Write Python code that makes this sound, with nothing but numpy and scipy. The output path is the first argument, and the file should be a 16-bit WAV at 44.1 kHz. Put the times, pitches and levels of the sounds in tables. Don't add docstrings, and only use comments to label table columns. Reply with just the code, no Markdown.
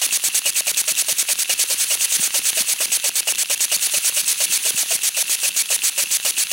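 import sys
import numpy as np
from scipy import signal
from scipy.fft import rfft, irfft, next_fast_len
from scipy.io import wavfile
from scipy.ndimage import map_coordinates

SR = 44100
rng = np.random.default_rng(int(sys.argv[2]) if len(sys.argv) > 2 else 0)


def wav_out(sig):
    wavfile.write(sys.argv[1], SR, np.round(np.clip(np.atleast_2d(sig).T, -1, 1) * 32767).astype(np.int16))


N = 287532

# (time [s], rate [puffs/s])
ENGINE_SPEED = [(0.0, 8.838), (0.866, 9.702), (1.709, 9.77), (2.467, 8.688), (2.961, 8.425), (3.747, 9.266),
                (4.598, 7.91), (5.916, 7.218), (6.5, 7.64)]
FIRST_OPENING, OPEN_SHARE, SECOND_EARLY = .1348, .454, .0283
MUTE_PUFFS = [2, 20]

# (frequency [Hz], relative density [dB per Hz])
ROOM_COLOUR = [(20, -27), (60, -9), (150, 0), (400, -5), (1500, -18), (15000, -35)]
# (time [s], level [dB])
SEAL_SEEPAGE = [(0.0, -29.5), (0.51, -33.5), (1.17, -30.5), (1.48, -33), (1.86, -26), (1.97, -29.5),
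                (2.2, -25), (2.3, -30.2), (2.54, -28), (3.17, -34.5), (3.6, -34), (3.84, -28), (4.08, -28),
                (4.82, -28.5), (5.07, -32.5), (5.43, -29), (5.51, -32), (6.5, -31.7)]
# (frequency [Hz], relative density [dB per Hz])
SEEP_COLOUR = [(300, -28.5), (1100, -15.5), (1700, -9), (2900, -3), (4400, -3), (5300, -9), (6300, -1),
               (7400, -8.5), (8900, -6), (10250, 1.5), (11100, -6.5), (12100, -5.5), (13800, -19),
               (15700, -8.5)]
# (frequency [Hz], relative density [dB per Hz])
LEAK_COLOUR = [(1000, -23), (3000, -35.5), (4400, -9), (5100, -7), (5800, 2), (7400, 4), (8100, 5),
               (9500, 8.5), (11500, -19), (12700, -7), (14500, -2), (15600, 0.5)]
# (share of the pause gone [0-1], level [dB])
RUBBING_PLACES = [(0, -47), (.2, -31.5), (.29, -33.5), (.35, -44), (.45, -35.5), (.62, -45), (.76, -29.5),
                  (.84, -29.5), (1, -26)]
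# (frequency [Hz], width [Hz], relative level [dB])
HOUSING_MODES = [(2667, 137, 8.5), (3190, 510, 2), (3600, 1440, -5.5)]
# (place [0-1 first puff, 1-2 pause, 2-3 second puff, 3-4 pause], level [dB])
ROLLING_LOAD = [(0, -75), (.55, -77), (.8, -51), (1.05, -52.5), (1.35, -56.5), (1.48, -56), (1.75, -57.5),
                (2.5, -78), (3.2, -59), (4, -72)]
# (time [s], peak level [dB])
ROTOR_KNOCKS = [(0.917, -34), (1.121, -36), (1.326, -40), (1.741, -40), (2.194, -22.5), (2.605, -33),
                (2.891, -39), (3.766, -41), (3.971, -33), (4.23, -40), (4.497, -35), (4.741, -29.5),
                (4.95, -37)]
# (frequency [Hz], relative density [dB per Hz])
KNOCK_COLOUR = [(25, -44), (50, -20), (100, -2), (170, 0), (300, 0), (480, -11), (1000, -30), (3000, -60)]
# (frequency [Hz], relative density [dB per Hz])
SWAY_COLOUR = [(30, -38), (60, -22), (120, -7), (300, -4), (550, -5), (1000, -9), (3000, -47)]
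# (frequency [Hz], fall by 60 dB [s])
GARAGE_DECAY = [(100, 0.55), (1000, 0.11), (5000, 0.7), (15000, 0.6)]
# (frequency [Hz], relative density [dB per Hz])
JET_COLOUR = [(100, -63), (300, -23), (550, -17), (1200, -15), (1600, -8), (2400, -4), (3700, -1),
              (5100, -1), (6100, 3.5), (7500, 0), (9400, 2.5), (11200, -2.5), (13000, -5), (16000, -7)]
# (frequency [Hz], width of one pass [Hz], level in first puff [dB], level in second puff [dB],
#  strongest moment [share of puff], spread [share of puff])
CAVITY_MODES = [(613, 304, -37.5, -48.5, 0.11, 0.3), (2560, 300, -28, -33.5, 0.3, 0.13),
                (2870, 130, -26.5, -70, 0.2, 0.13), (2304, 180, -36, -36.5, 0.72, 0.19),
                (4453, 440, -31.5, -31.5, 0.58, 0.34), (6690, 1000, -30, -23, 0.27, 0.25),
                (8046, 640, -26.5, -24, 0.27, 0.36), (10070, 1430, -21.5, -21.5, 0.78, 0.16),
                (15000, 900, -38, -32.5, 0.16, 0.28)]
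# (frequency [Hz], relative density [dB per Hz])
SLAP_COLOUR = [(30, -32), (100, -25), (200, -4), (350, 4), (700, 4.5), (2000, -1), (5000, -7.5),
               (15000, -35)]
# (frequency [Hz], relative density [dB per Hz])
TICK_COLOUR = [(200, -26), (700, -12), (1800, 2), (3600, 7.5), (6000, -1), (10000, -5), (15000, -13)]
# (time [s], peak level [dB])
SEAL_SPITS = [(0.532, -17), (0.7447, -12), (0.9512, -12), (3.3556, -11), (3.576, -13), (3.7936, -18),
              (5.02, -19), (5.401, -15)]

# (frequency [Hz], level [dB])
CAPSULE_BALANCE = [(2000, 0), (5300, -.1), (6300, -1.4), (7900, 0), (9000, -2.3), (10400, -1.3),
                   (12000, -.1)]
# (frequency [Hz], phase [radians])
CAPSULE_LEAD = [(7400, 0), (8400, -.2), (10100, .1), (12000, 0)]
LOW_CUT_HZ, TOP_HZ = 38, 15900


def amp(db):
    return 10 ** (np.asarray(db) / 20)


def unit(x):
    return x / np.sqrt(np.mean(x ** 2) + 1e-20)


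def clock():
    return np.arange(N) / SR


def along(points, hz):
    f, value = np.transpose(points)
    return np.interp(np.log(hz + 1), np.log(f + 1), value)


def filtered(x, response):
    m = next_fast_len(N + SR // 2)
    spectrum = rfft(x, m) * response(np.fft.rfftfreq(m, 1 / SR))
    return irfft(spectrum, m)[..., :N]


def coloured(x, spectrum):
    return filtered(x, lambda hz: amp(along(spectrum, hz)))


def resonance(f, hz, width):
    return 1j * f * width / (hz * hz - f * f + 1j * f * width)


def wobble(rate):
    knots = rng.standard_normal(int(N * rate / SR) + 4)
    return map_coordinates(knots, [np.arange(N) * rate / SR])


def rush(spectrum):
    return unit(coloured(rng.standard_normal(N), spectrum))


def blows(times, db, spectrum):
    hits, probe = np.zeros(N), np.zeros(N)
    inside = times * SR < N - 1
    hits[(times[inside] * SR).astype(int)] = amp(db)[inside]
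    probe[N // 2] = 1
    return coloured(hits, spectrum) / coloured(probe, spectrum).max()


def puffs():
    t = np.arange(N + SR // 2) / SR
    cycles = np.cumsum(np.interp(t, *np.transpose(ENGINE_SPEED))) / SR
    number = np.arange(int(cycles[N] - FIRST_OPENING) + 1)
    opens = FIRST_OPENING + number - SECOND_EARLY * (number % 2)
    return np.interp(np.transpose([opens, opens + OPEN_SHARE]), cycles, t)


def rotor():
    edges = puffs().ravel()
    step = np.interp(clock(), edges, np.arange(len(edges)))
    puff = (step // 2).astype(int)
    return puff, np.minimum(step % 2, 1), np.maximum(step % 2 - 1, 0)


def port(rise_s, fall_s):
    corners = [(a - rise_s / 2, a + rise_s / 2, b - fall_s / 2, b + fall_s / 2) for a, b in puffs()]
    return np.interp(clock(), np.ravel(corners), np.tile([0, 1, 1, 0], len(corners)))


def seal_level():
    return np.interp(clock(), *np.transpose(SEAL_SEEPAGE))


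def slack():
    seal_db = seal_level()
    return seal_db - seal_db.mean()


def room_noise(db, side_db):
    common = rush(ROOM_COLOUR)
    sides = np.array([rush(ROOM_COLOUR), rush(ROOM_COLOUR)])
    return amp(db) * (common + amp(side_db) * sides)


def leaks(pause, opening, seep_db, leak_db, growth, lead, widening, flutter_db):
    slack_db = slack()
    reach = lead + widening * amp(slack_db)
    nearing = np.exp(-((1 - pause) / reach) ** 4)
    seep = amp(seep_db) * rush(SEEP_COLOUR)
    leak = amp(leak_db + growth * slack_db) * nearing * (1 - opening) * rush(LEAK_COLOUR)
    return (seep + leak) * amp(seal_level() + flutter_db * wobble(110))


def chatter(puff, pause, slips_per_s, scatter_db, click_db, after_second_db):
    size = rng.uniform(-1, 1, N)
    happens = rng.random(N) < slips_per_s / SR
    slips = happens * np.sign(rng.standard_normal(N)) * amp(scatter_db * size)

    def housing(f):
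        modes = enumerate(HOUSING_MODES)
        return sum((-1) ** k * amp(db) * resonance(f, hz, width) for k, (hz, width, db) in modes)

    ring = unit(filtered(slips, housing))
    click = unit(coloured(slips, SEEP_COLOUR))
    rub_db = np.interp(pause, *np.transpose(RUBBING_PLACES)) + after_second_db * (puff % 2)
    return (ring + amp(click_db) * click) * amp(rub_db)


def rumble(puff, swept, pause, knock_db, shudder_db, shudder_s, lumps_db, side_db):
    place = 2 * (puff % 2) + swept + pause
    load = amp(np.interp(place, *np.transpose(ROLLING_LOAD)))
    load = load * unit(amp(lumps_db * np.tanh(wobble(70))))
    for s, db in ROTOR_KNOCKS:
        load += amp(db + shudder_db) * np.exp(-((clock() - s - shudder_s) / shudder_s) ** 2)
    s, db = np.transpose(ROTOR_KNOCKS)
    knock = blows(s + 0.0043, db + knock_db, KNOCK_COLOUR)
    sway = amp(side_db) * rush(SWAY_COLOUR) * np.array([[1], [-1]])
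    return knock + load * (rush(KNOCK_COLOUR) + sway)


def garage(x):
    hz, t, z = signal.stft(rng.standard_normal((2, SR // 3)), SR, nperseg=256)
    decay = amp(-60 * t / along(GARAGE_DECAY, hz)[:, None])
    tail = signal.istft(z * decay, SR, nperseg=256)[1]
    return signal.fftconvolve(x[None], tail / np.linalg.norm(tail[0]), axes=1)[:, :N]


def exhaust(puff, swept, opening, first_db, second_db, flutter_db, rough_db, vary_db):
    second = (puff % 2 == 1) | np.isin(puff, MUTE_PUFFS)
    air = amp(np.where(second, second_db, first_db)) * rush(JET_COLOUR)
    for hz, width, db_first, db_second, moment, spread in CAVITY_MODES:
        ring = unit(filtered(rng.standard_normal(N), lambda f: resonance(f, hz, width) ** 2))
        level_db = np.where(second, db_second, db_first) + vary_db * np.tanh(wobble(25))
        swell = np.exp(-((swept - moment) / spread) ** 2 / 2)
        air += ring * amp(level_db) * swell
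    turbulence = unit(amp(flutter_db * wobble(130) + rough_db * wobble(1500)))
    return air * opening * turbulence


def puff_balance(swept, db, share):
    return 1 + amp(db) * np.exp(-(swept / share) ** 4) * np.array([[-1], [1]])


def honk(puff, swept, db, start_hz, end_hz, glide, crest, waver, flutter_db, rasp_db, grit_db, bleed):
    hz = end_hz + (start_hz - end_hz) * np.exp(-swept / glide)
    hz = hz * (1 + waver * wobble(170))
    speaks = (puff % 2 == 0) & ~np.isin(puff, MUTE_PUFFS)
    swell = swept / crest * np.exp(1 - swept / crest) * (1 - swept ** 2)
    swell = swell * speaks * amp(-bleed * slack())
    note = amp(flutter_db * np.tanh(wobble(220))) * np.sin(2 * np.pi * np.cumsum(hz) / SR)
    grit = rng.standard_normal(N) * amp(grit_db * np.tanh(wobble(900)))
    rasp = unit(coloured(grit, [(400, -36), (900, 6), (3200, 5.0), (6000, -13)]))
    return swell * (amp(db) * note + amp(rasp_db) * rasp)


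def slaps(open_db, shut_db, scatter_db, eddy_s, eddy_db):
    times = puffs().ravel()
    size = rng.uniform(-1, 1, len(times))
    db = np.tile([open_db, shut_db], len(times) // 2) + scatter_db * size
    t = clock()
    nearest = np.searchsorted((times[1:] + times[:-1]) / 2, t)
    age = np.maximum(t - times[nearest], 0) / eddy_s
    eddy = amp(db[nearest] + eddy_db) * age * np.exp(1 - age)
    return blows(times, db, SLAP_COLOUR) + eddy * rush(SLAP_COLOUR)


def ticks(db, scatter_db, place, stray, decay_s):
    opens, shuts = puffs().T
    chance = rng.uniform(-1, 1, (len(opens) - 1, 2))
    times = shuts[:-1] + (place + stray * chance[:, 0]) * (opens[1:] - shuts[:-1])
    t = clock()
    last = np.maximum(np.searchsorted(times, t) - 1, 0)
    age = t - times[last]
    envelope = (age > 0) * np.exp(-np.abs(age) / decay_s)
    return amp(db + scatter_db * chance[last, 1]) * envelope * rush(TICK_COLOUR)


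def spits(gain_db, peak_s, ring_db):
    burst = np.zeros(N)
    for s, db in SEAL_SPITS:
        age = np.clip((clock() - s) / peak_s, 0, 20)
        burst += amp(db + gain_db) * age * np.exp(1 - age)
    ring = unit(filtered(rng.standard_normal(N), lambda f: resonance(f, 3400, 900) ** 2))
    return burst * (rush(JET_COLOUR) + amp(ring_db) * ring)


def scene():
    puff, swept, pause = rotor()
    opening = port(rise_s=0.0021, fall_s=0.0023)
    noise = room_noise(db=-71, side_db=-19)
    body = leaks(pause, opening, seep_db=0.64, leak_db=5.0, growth=.3, lead=.2, widening=.15, flutter_db=1.0)
    body += chatter(puff, pause, slips_per_s=300, scatter_db=7.5, click_db=-15.0, after_second_db=-1.5)
    low = rumble(puff, swept, pause, knock_db=-2, shudder_db=-10, shudder_s=.006, lumps_db=5, side_db=-2)
    jet = exhaust(puff, swept, opening, first_db=-18.5, second_db=-18.5,
                  flutter_db=0.73, rough_db=0.33, vary_db=2.5)
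    body += honk(puff, swept, db=-32.5, start_hz=695, end_hz=550.7, glide=.15, crest=0.19, waver=0.085,
                 flutter_db=3, rasp_db=-34.0, grit_db=11.0, bleed=.4)
    body += slaps(open_db=-22.5, shut_db=-22.0, scatter_db=6.5, eddy_s=0.001, eddy_db=-15.0)
    body += ticks(db=-21.5, scatter_db=5, place=.4, stray=.05, decay_s=.0012)
    body += spits(gain_db=-8, peak_s=.0012, ring_db=-3)
    echo = amp(-30.5) * garage(jet + body)
    return jet * puff_balance(swept, db=-27, share=.42) + body + echo + low + noise


def record(dry):
    def capsules(hz):
        mismatch = amp(along(CAPSULE_BALANCE, hz) / 2) * np.exp(1j * along(CAPSULE_LEAD, hz) / 2)
        band = hz ** 2 / (hz ** 2 + LOW_CUT_HZ ** 2) * (hz < TOP_HZ)
        return np.array([mismatch, 1 / mismatch]) * band

    return filtered(dry, capsules)


dry = scene()
out = record(dry)
wav_out(out)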